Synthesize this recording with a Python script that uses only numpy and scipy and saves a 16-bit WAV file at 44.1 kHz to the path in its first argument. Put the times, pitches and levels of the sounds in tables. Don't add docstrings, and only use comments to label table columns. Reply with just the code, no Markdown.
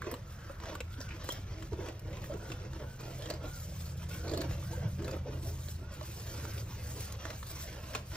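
import sys
import numpy as np
from scipy import signal
from scipy.fft import rfft, irfft
from scipy.io import wavfile
from scipy.ndimage import uniform_filter1d

SR = 44100
rng = np.random.default_rng(int(sys.argv[2]) if len(sys.argv) > 2 else 0)


def file_out(sig):
    cols = np.atleast_2d(sig).T
    lim = np.clip(cols, -1, 1)
    pcm = np.round(lim * 32767).astype(np.int16)
    wavfile.write(sys.argv[1], SR, pcm)


N = 359856
TIME = np.arange(N) / SR

# (start [s], length [s], grinding level [dB], tearing level [dB])
JAW_STROKES = [(0, 0.078, -39, -49.5), (0.08, 0.057, -44.5, -52), (0.372, 0.15, -54, -62),
               (0.597, 0.13, -42.5, -49), (0.956, 0.23, -52, -53.5), (1.189, 0.18, -49.5, -49),
               (1.42, 0.22, -51, -54), (1.711, 0.015, -39, -52), (1.764, 0.13, -41, -51),
               (2.007, 0.3, -45.5, -57.5), (2.292, 0.054, -38.5, -66), (2.389, 0.15, -44, -51.5),
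               (2.571, 0.08, -47.5, -54), (2.707, 0.055, -51, -59), (2.784, 0.05, -42.5, -64),
               (2.979, 0.16, -45.5, -52), (3.176, 0.15, -42.5, -49.5), (3.393, 0.077, -44.5, -54),
               (3.526, 0.24, -57.5, -62), (3.693, .2, -55, -57), (3.98, 0.051, -57, -54),
               (4.078, 0.11, -48.5, -52), (4.227, 0.22, -38.5, -50.5), (4.487, 0.046, -46, -47.5),
               (4.571, 0.049, -47.5, -51.5), (4.688, 0.16, -45, -56.5), (4.975, 0.17, -41, -53.5),
               (5.243, 0.087, -45, -56), (5.287, 0.062, -44, -66), (5.413, 0.07, -47.5, -65),
               (5.518, 0.17, -56, -61), (5.763, 0.059, -50.5, -78), (5.88, 0.1, -52.5, -56),
               (5.983, 0.26, -55, -55), (6.248, 0.25, -47.5, -50), (6.495, 0.093, -48, -56),
               (6.664, 0.48, -51, -51), (7.177, 0.13, -48.5, -47.5), (7.454, 0.16, -54.5, -52),
               (7.617, 0.17, -47.5, -51), (7.82, 0.15, -46, -49), (8.101, 0.082, -47, -43)]
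# (frequency [Hz], level [dB])
TEAR_SPECTRUM = [(250, -23), (700, -1), (1000, 4), (1350, 1.5), (1900, -0.5), (2500, -0.5), (3300, -2.5),
                 (4300, -5), (6000, -2.5), (9000, -29.5), (15000, -36)]

def chewing(grind_db=-2.34, tear_db=-1.5):
    clumps = wander(hz=43.3)
    shared_breaks = fibres(per_s=260, spread_db=2.0)
    crushed = (fibres(per_s=2000, spread_db=1.5) + 0.25 * shared_breaks) * amp(0.84 * clumps)
    torn = (fibres(per_s=2600, spread_db=2.5) + 0.5 * shared_breaks) * amp(1.9 * clumps)
    shape = dict(attack_s=0.018, swell_db=3.5, release_db_per_s=237)
    grinding = strokes([(s, length_s, db) for s, length_s, db, _ in JAW_STROKES], **shape, rest_db=-60.5)
    tearing = strokes([(s, length_s, db) for s, length_s, _, db in JAW_STROKES], **shape, rest_db=-63)
    grind = amp(grind_db) * grinding * cavities(crushed)
    tear = amp(tear_db) * tearing * unit(colour(torn, TEAR_SPECTRUM))
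    return grind + tear


# (frequency [Hz], bandwidth [Hz], gain [dB])
CAVITY_MODES = [(330, 16.4, 7.5), (422, 170, -8.5), (494.4, 8.7, 3), (551, 21, -1), (599, 8.5, 3),
                (638, 10.5, 3), (860, 350, -12), (1260, 32, -36)]
# (time [s], frequency [Hz])
MOUTH_RESONANCE = [(.07, 403), (.5, 547), (.72, 447), (1.0, 318), (1.75, 398), (1.9, 390), (2.12, 460),
                   (2.3, 564), (2.37, 417), (2.52, 367), (2.82, 506), (3.2, 487), (3.42, 594), (4.3, 380),
                   (4.45, 420), (4.75, 580), (5.05, 453), (5.28, 510), (5.45, 344), (6.4, 373), (7.25, 520),
                   (8.16, 486)]
# (frequency [Hz], level [dB])
GRIND_SPECTRUM = [(100, -37), (200, 1), (330, -1), (600, 4.5), (760, -9), (1300, -1), (2500, -75.5)]

def cavities(crushed, dull=0.72, mouth=0.52, width_hz=297):
    ring = sum(amp(db) * mode(crushed, hz, width) for hz, width, db in CAVITY_MODES)
    mouth_hz = curve(MOUTH_RESONANCE)
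    formant = resonate(resonate(crushed, mouth_hz, width_hz), mouth_hz, width_hz)
    return unit(unit(ring) + dull * unit(colour(crushed, GRIND_SPECTRUM)) + mouth * unit(formant))


# (time [s], level [dB], relative body [dB], relative edge [dB], ring frequency [Hz])
STALK_SNAPS = [(0.0187, -29, -18, -12, 1410), (.043, -32, -19, -22, 1260), (0.068, -33.5, 2.5, -22, 960),
               (0.114, -26, -24, -1.5, 1380), (.14, -23, -12.5, -12.5, 980), (.495, -38, 5.5, -24, 1390),
               (0.601, -32.5, -24, -20, 1730), (0.636, -32.5, -34, -20, 1350),
               (0.656, -30.5, -29, -19, 1400), (.752, -24.5, -17, -14, 1170), (0.8041, -21, -8, -18, 2180),
               (1.0045, -31, -5, -14, 5600), (1.0905, -34, -28, -25, 2310), (1.2434, -29.5, -3, -5.5, 1250),
               (1.2891, -18, -9.5, -16, 1040), (1.322, -35, -3, 8, 5600), (1.624, -31, -32, -12, 1230),
               (1.732, -35, -24, -19, 1310), (1.886, -29, -19, -16, 2380), (1.994, -45.5, -10, 5.5, 5500),
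               (2.129, -36, -2, -22, 2190), (2.17, -34, -11, -24, 2140), (2.24, -31, -11, -9, 1200),
               (2.338, -32, -7, -16, 1200), (2.5, -31, 0, -26, 1520), (2.518, -24, -8, -18, 2600),
               (2.7332, -33, -12, -20, 1160), (3.0076, -34, -11, -7, 1200), (3.222, -30.5, -7, -16, 3500),
               (3.258, -28.5, -7, -19, 3400), (3.3009, -20, -9.5, -12, 4280), (3.3065, -27, -9, -19, 3930),
               (3.338, -30, -10, -12, 4400), (3.8053, -47, -15, 2, 5400), (4.278, -28, -4.5, -28, 4200),
               (4.2946, -26.5, -5, -24, 4140), (4.316, -30, 1.5, -22, 4370), (4.3365, -25, -3, -17, 3600),
               (4.346, -27, -13, -18, 1500), (4.375, -21, -11, -7.5, 4350), (4.407, -24, -9, -22, 4200),
               (4.415, -22.5, -8, -7, 4250), (4.4188, -28, -8, -27, 1500), (4.627, -36, -14, -18, 1000),
               (5.023, -33, -4, -24, 1010), (5.0451, -26.5, -9, -26, 4100), (5.0795, -27.5, -9, -12, 2200),
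               (5.092, -35, 3, -20, 2600), (5.111, -27.5, -9, -13, 4760), (5.145, -40, 0, -22, 900),
               (5.165, -39, 6, -5, 800), (5.373, -43, -6, -24, 950), (4.5102, -34.5, 4, -13, 1900),
               (5.685, -30.5, -6, -11, 3950), (6.011, -31, -25, -20, 980), (6.4507, -28.5, -19, -14, 1510),
               (6.5803, -31.5, -2, -19, 2560), (7.006, -38.5, -6, 9, 5470), (7.1237, -45, -20, 13.5, 5400),
               (7.253, -23.5, -6.5, -22, 1560), (7.3036, -24.5, -9, -14, 1820),
               (7.428, -30, -24, -17, 1470), (7.514, -45, -13, 11.5, 5400), (7.9495, -17.5, -12, -15, 2380),
               (7.9549, -20.5, -5, -14, 1150)]
# (frequency [Hz], level [dB])
CRACK_SPECTRUM = [(200, -32.5), (800, 5.5), (1150, 13), (1600, 3.5), (2400, -3.5), (3200, -1), (4000, 2),
                  (4800, -3), (6000, -2.5), (7500, 3.5), (10000, -45), (15000, -40)]
BODY_SPECTRUM = [(100, -54), (220, 0.5), (350, 4.5), (600, 6), (780, -3), (1300, 1.5), (2500, -52)]

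def snaps(split_s=0.004, width_hz=950, crack_db=9.5, stalk_db=4.5, body_db=17, edge_db=16):
    crack, stalk, body, edge = np.zeros((4, N))
    for s, db, body_rel_db, edge_rel_db, hz in STALK_SNAPS:
        splinters = scatter(split_s)
        splinters *= rng.random(len(splinters)) < 0.17
        splinters /= np.linalg.norm(splinters)
        splinters[0] = 0.25
        ring = mode(mode(splinters, hz, width_hz), hz, width_hz)
        add(crack, s, splinters * amp(db))
        add(stalk, s, ring / np.linalg.norm(ring) * amp(db + stalk_db))
        add(body, s, splinters * amp(db + body_rel_db))
        add(edge, s, splinters * amp(db + edge_rel_db))
    return (amp(crack_db) * colour(crack, CRACK_SPECTRUM) + stalk
            + amp(body_db) * colour(body, BODY_SPECTRUM)
            + amp(edge_db) * colour(edge, RUSTLE_SPECTRUM))


# (time [s], level [dB], frequency [Hz])
JAW_KNOCKS = [(.069, -21, 344), (.125, -25, 254), (.496, -28, 550), (.69, -33, 331), (.804, -33.5, 487),
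              (.985, -27, 270), (1.721, -22.5, 434), (1.726, -26.5, 328), (1.788, -21.5, 383),
              (1.885, -32, 425), (2.127, -40, 530), (2.2965, -21.5, 611), (2.308, -21.5, 558),
              (2.345, -27, 427), (2.501, -23.5, 322), (2.808, -27.5, 581), (2.835, -35, 480),
              (3.303, -22, 632), (3.437, -26, 610), (4.316, -24.5, 330), (4.325, -23, 435),
              (4.34, -44, 710), (4.395, -21, 324), (4.722, -29, 496), (4.73, -29, 893), (4.773, -27, 506),
              (5.002, -25.5, 331), (5.255, -24.5, 510), (5.268, -26.5, 576), (5.28, -25, 436),
              (6.012, -28.5, 611), (7.251, -28, 643)]

def knocks():
    return damped_tones(JAW_KNOCKS, rise_s=0.0062, gain_db=-14)


# (start [s], level [dB], top frequency [Hz], length [s], bandwidth [Hz])
BLADE_SQUEAKS = [(.018, -42.5, 1370, 0.0094, 393), (.905, -60, 3300, 0.045, 2510),
                 (1.003, -52.5, 5050, 0.034, 2500), (1.08, -51.5, 2200, 0.059, 1100),
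                 (1.301, -41.5, 3255, 0.013, 170), (2.1, -63, 2200, 0.2, 1300),
                 (4.1, -57, 2360, 0.065, 1300), (4.23, -59, 4300, 0.18, 700)]

def squeaks():
    slips = fibres(per_s=1200, spread_db=6.0)
    return glides(BLADE_SQUEAKS, slips, bend=0.026, gain_db=2)


# (start [s], length [s], level [dB])
MUZZLE_NUDGES = [(0.27, 0.058, -52.5), (.41, 0.11, -55.5), (0.615, 0.13, -56), (.89, 0.038, -54),
                 (0.995, 0.016, -48), (1.13, 0.097, -56), (1.228, 0.087, -45.5), (1.42, 0.12, -64),
                 (1.572, 0.084, -55), (1.761, 0.15, -55.5), (2.064, 0.19, -55), (2.21, 0.039, -49.5),
                 (2.362, 0.17, -52), (2.696, 0.27, -55), (2.995, 0.24, -48), (3.42, .04, -51),
                 (3.472, 0.12, -44), (3.612, 0.25, -44.5), (3.963, 0.062, -49), (4.084, 0.062, -41),
                 (4.206, 0.22, -50), (4.485, 0.03, -46.5), (4.59, 0.15, -46), (4.868, 0.053, -49),
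                 (5.009, 0.09, -49), (5.3, 0.094, -51), (5.418, 0.074, -42.5), (5.582, 0.13, -45),
                 (5.91, 0.042, -48.5), (6.018, 0.29, -43.5), (6.327, 0.27, -44), (6.675, 0.21, -46),
                 (6.887, 0.15, -40.5), (7.203, 0.31, -46.5), (7.461, 0.038, -42.5), (7.547, 0.077, -40),
                 (7.721, 0.22, -47), (8.051, 0.11, -46)]
# (frequency [Hz], level [dB])
RUSTLE_SPECTRUM = [(600, -25), (2000, -9), (4000, -3.5), (5700, 0), (8500, 0), (10500, -1.5), (13000, -2.5),
                   (15000, -3)]

def leaves(gain_db=-4.5, flicker_db=1.34):
    nudging = strokes(MUZZLE_NUDGES, attack_s=0.009, swell_db=4.5, release_db_per_s=129, rest_db=-64)
    level = nudging * amp(gain_db + flicker_db * wander(hz=45))
    scrapes = [colour(fibres(per_s=4000, spread_db=1.0), RUSTLE_SPECTRUM) for _ in range(2)]
    return [level * leaf_patches(x) for x in scrapes]


def leaf_patches(x, depth_db=3.0, size=512):
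    frames = dict(nperseg=size, noverlap=size * 3 // 4)
    spectra = signal.stft(x, **frames)[2]
    patches = uniform_filter1d(rng.standard_normal(spectra.shape), size=9, axis=0)
    patches = uniform_filter1d(patches, size=12, axis=1)
    return unit(signal.istft(spectra * amp(depth_db * unit(patches)), **frames)[1][:N])


# (time [s], level [dB], frequency [Hz])
LOW_BUMPS = [(.825, -12, 81), (1.505, -17, 86.4), (1.72, -12, 94), (4.485, -11.5, 116.5),
             (4.835, -13.5, 158), (4.851, -7.5, 111), (5.47, -14, 110)]

def bumps():
    return damped_tones(LOW_BUMPS, rise_s=0.013, gain_db=-20.5)


# (start [s], level [dB], top frequency [Hz], length [s], bandwidth [Hz])
FAINT_WHISTLES = [(.24, -56.5, 1420, 0.42, 550), (.85, -56, 1470, 0.36, 190), (2.28, -56, 1450, 0.37, 170),
                  (2.78, -61.5, 1503, 0.32, 50), (3.39, -56, 1433, .26, 70), (4.06, -55.5, 1490, 0.22, 120),
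                  (4.62, -57, 1590, 0.3, 149), (5.79, -58.5, 1468, 0.235, 45), (6.33, -58, 1540, 0.31, 185),
                  (7.53, -64, 1740, 0.3, 260)]

def whistles():
    return glides(FAINT_WHISTLES, rng.standard_normal(N), bend=0.14, gain_db=-2.8)


# (time [s], firing rate [Hz])
FIRING_RATE = [(0, 15.2), (.9, 15.4), (1.7, 16.1), (2.3, 16.4), (2.7, 16.25), (3.4, 16.4), (3.8, 16.8),
               (4.7, 16.75), (5.5, 16.55), (5.9, 16.45), (6.25, 15.6), (6.6, 15.3), (7.0, 14.8),
               (7.5, 14.3), (8.16, 14.1)]
# (crest time [s], Gaussian width [s], multiple of firing rate [1], level [dB])
ENGINE_PARTIALS = [(1.8, 1.5, 2.5, -51), (5.6, 0.34, 3, -48), (4.7, .5, 4, -52), (8.4, 0.31, 4, -49),
                   (0.63, 0.89, 5, -49.5), (4.65, 0.82, 5, -42), (6.02, 1.67, 5, -44.5),
                   (0.89, 0.19, 6, -42.5), (1.67, 0.54, 6, -44.5), (5.2, 0.48, 7, -50.5),
                   (6.73, 0.47, 7, -43), (3.08, 0.65, 8, -48), (5.02, 0.89, 8, -41.5), (6.38, 0.58, 8, -44),
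                   (4.2, 0.61, 10, -49), (5.02, 0.22, 11, -48)]

def engine(waver=0.0043, flutter_db=1.0):
    firings = np.cumsum(curve(FIRING_RATE) * (1 + waver * wander(hz=5.6))) / SR
    out = np.zeros(N)
    for s, width_s, multiple, db in ENGINE_PARTIALS:
        swell = amp(db) * np.exp(-((TIME - s) / width_s) ** 2 / 2)
        out += swell * np.sin(2 * np.pi * multiple * firings + rng.uniform(0, 2 * np.pi))
    return out * amp(flutter_db * wander(hz=2.6))


# (time [s], level [dB])
TRAFFIC_LEVEL = [(0.0, -46.5), (0.2, -47), (0.5, -47.5), (0.82, -46), (1.61, -46.5), (1.75, -39.5),
                 (1.95, -51.5), (2.11, -43), (2.7, -45), (3.43, -46.5), (4.41, -42), (4.52, -36),
                 (4.57, -41), (4.84, -40.5), (5.29, -46.5), (6.3, -46), (7.11, -45), (7.18, -49.5),
                 (8.16, -45)]
# (frequency [Hz], level [dB])
TRAFFIC_SPECTRUM = [(25, -15.5), (45, -16), (62, -0.5), (82, 0.5), (105, 0), (135, -2), (155, -11),
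                    (185, -8), (220, -17.5), (300, -33), (600, -49), (3000, -93)]
DEEP_SPECTRUM = [(12, -36), (25, -8), (36, -6), (48, 3.5), (62, -12.5), (100, -16.5), (300, -41),
                 (2000, -90)]

def rumble(deep_db=-55):
    roar = unit(colour(rng.standard_normal(N), TRAFFIC_SPECTRUM, size=16384))
    deep = unit(colour(rng.standard_normal(N), DEEP_SPECTRUM, size=16384))
    return roar * amp(curve(TRAFFIC_LEVEL)) + deep * amp(deep_db)


# (frequency [Hz], level [dB])
AIR_SPECTRUM = [(60, 6.5), (300, 6.5), (600, 3.5), (1300, 2.5), (2200, -3.5), (5000, -10.5), (15000, -25)]

def air(level_db=-62):
    return amp(level_db) * unit(colour(rng.standard_normal(N), AIR_SPECTRUM))


def walls(x, corner_s=0.0059, tail_s=0.052, tail=0.51, size=4096):
    out, window = np.zeros(N), signal.windows.cosine(size)
    for start in range(0, N, size // 2):
        piece = x[start:start + size]
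        taps = scatter(corner_s) + tail * scatter(tail_s)
        add(out, start / SR, signal.fftconvolve(piece * window[:len(piece)], taps / np.linalg.norm(taps)))
    return out


# (frequency [Hz], coherence [0-1])
PORT_COHERENCE = [(100, .999), (300, .98), (550, .9), (850, .4), (1200, .5), (1800, .82), (2800, .55),
                  (4200, .72), (7500, .86), (8700, .98), (11000, .98), (12300, .76), (15000, .72)]
# (frequency [Hz], right boost and left cut [dB])
PORT_TILT = [(100, 0), (250, .7), (500, 1.35), (2000, .95), (4500, .25), (8000, .05)]

def ports(front, around, lag_s=2.2 / SR):
    hz = np.fft.rfftfreq(N, 1 / SR)
    coherence = np.clip(read(PORT_COHERENCE, hz), 0, 1)
    common = rfft(front) * np.sqrt((1 + coherence) / 2)
    apart = rfft(around) * np.sqrt((1 - coherence) / 2)
    tilt = amp(read(PORT_TILT, hz))
    left = (common + apart) / tilt
    right = (common - apart) * tilt * np.exp(-2j * np.pi * hz * lag_s)
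    return irfft(np.array([left, right]), N)


def fibres(per_s, spread_db):
    out, at = np.zeros(N), np.flatnonzero(rng.random(N) < per_s / SR)
    size_db = spread_db * np.minimum(rng.exponential(1, N)[at], 4)
    out[at] = amp(size_db) * rng.choice([-1, 1], N)[at]
    return unit(out)


def strokes(rows, attack_s, swell_db, release_db_per_s, rest_db):
    power, t = np.zeros(N), np.arange(SR) / SR
    for s, length_s, db in rows:
        rise_db = swell_db * (np.minimum(t / length_s, 1) - 1)
        fall_db = release_db_per_s * np.maximum(t - length_s, 0)
        add(power, s, (np.minimum(t / attack_s, 1) * amp(db + rise_db - fall_db)) ** 2)
    return np.sqrt(power + amp(rest_db) ** 2)


def damped_tones(rows, rise_s, gain_db):
    out, t = np.zeros(N), np.arange(SR // 4) / SR
    envelope = t / rise_s * np.exp(1 - t / rise_s)
    for s, db, hz in rows:
        add(out, s, amp(db + gain_db) * envelope * np.sin(2 * np.pi * hz * t))
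    return out


def glides(rows, drive, bend, gain_db):
    out = np.zeros(N)
    for s, db, hz, length_s, width_hz in rows:
        piece = drive[max(round(s * SR), 0):][:int(length_s * SR)]
        position = np.linspace(-1, 1, len(piece))
        pitch = hz * (1 - bend * position ** 2)
        tone = resonate(resonate(piece, pitch, width_hz), pitch, width_hz)
        add(out, s, amp(db + gain_db) * unit(tone * np.sqrt(1 - position ** 2)))
    return out


def mode(x, hz, width_hz):
    r = np.exp(-np.pi * width_hz / SR)
    return 2 * signal.lfilter([1 - r], [1, -r * np.exp(2j * np.pi * hz / SR)], x).real


def resonate(x, hz, width_hz):
    phasor = np.exp(2j * np.pi * np.cumsum(hz * np.ones(len(x))) / SR)
    r = np.exp(-np.pi * width_hz / SR)
    return 2 * (phasor * signal.lfilter([1 - r], [1, -r], x / phasor + 1e-18)).real


def colour(x, spectrum, size=4096):
    log_gain = np.log(amp(read(spectrum, abs(np.fft.fftfreq(size, 1 / SR)))))
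    taps = np.fft.ifft(np.exp(np.conj(signal.hilbert(log_gain)))).real[:size // 2]
    return signal.oaconvolve(x, taps / np.linalg.norm(taps))[:len(x)]


def scatter(decay_s, size=8192):
    taps = rng.standard_normal(size) * np.exp(-np.arange(size) / SR / decay_s)
    return taps / np.linalg.norm(taps)


def wander(hz):
    f = np.fft.rfftfreq(N, 1 / SR)
    return unit(irfft(rfft(rng.standard_normal(N)) * np.exp(-(f / hz) ** 2), N))


def curve(rows):
    return np.interp(TIME, *np.transpose(rows))


def read(spectrum, hz):
    f, value = np.transpose(spectrum)
    return np.interp(np.log(hz + 1), np.log(f + 1), value)


def add(mix, s, sound):
    part = mix[max(round(s * SR), 0):][:len(sound)]
    part += sound[:len(part)]


def amp(db):
    return 10 ** (np.asarray(db) / 20)


def unit(x):
    return x / np.sqrt(np.mean(x ** 2) + 1e-20)


def scene(grass_wet=0.89, snap_wet=0.4):
    squeaking, whistling = squeaks(), whistles()
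    grass = chewing() + squeaking
    cracks = snaps()
    tones = knocks() + whistling
    hiss_front, hiss_around = [rustle + air() for rustle in leaves()]
    low = rumble() + engine() + bumps()
    reflections = walls(grass_wet * grass + snap_wet * cracks)
    near = (grass + cracks + reflections) / np.hypot(1, grass_wet)
    return ports(front=near + tones + low + hiss_front,
                 around=walls(grass + cracks + tones) + hiss_around)


def record(dry, cutoff_hz=15550):
    taps = signal.firwin(511, cutoff_hz, window=("kaiser", 9), fs=SR)
    return signal.oaconvolve(dry, taps[None], "same")


dry = scene()
out = record(dry)
file_out(out)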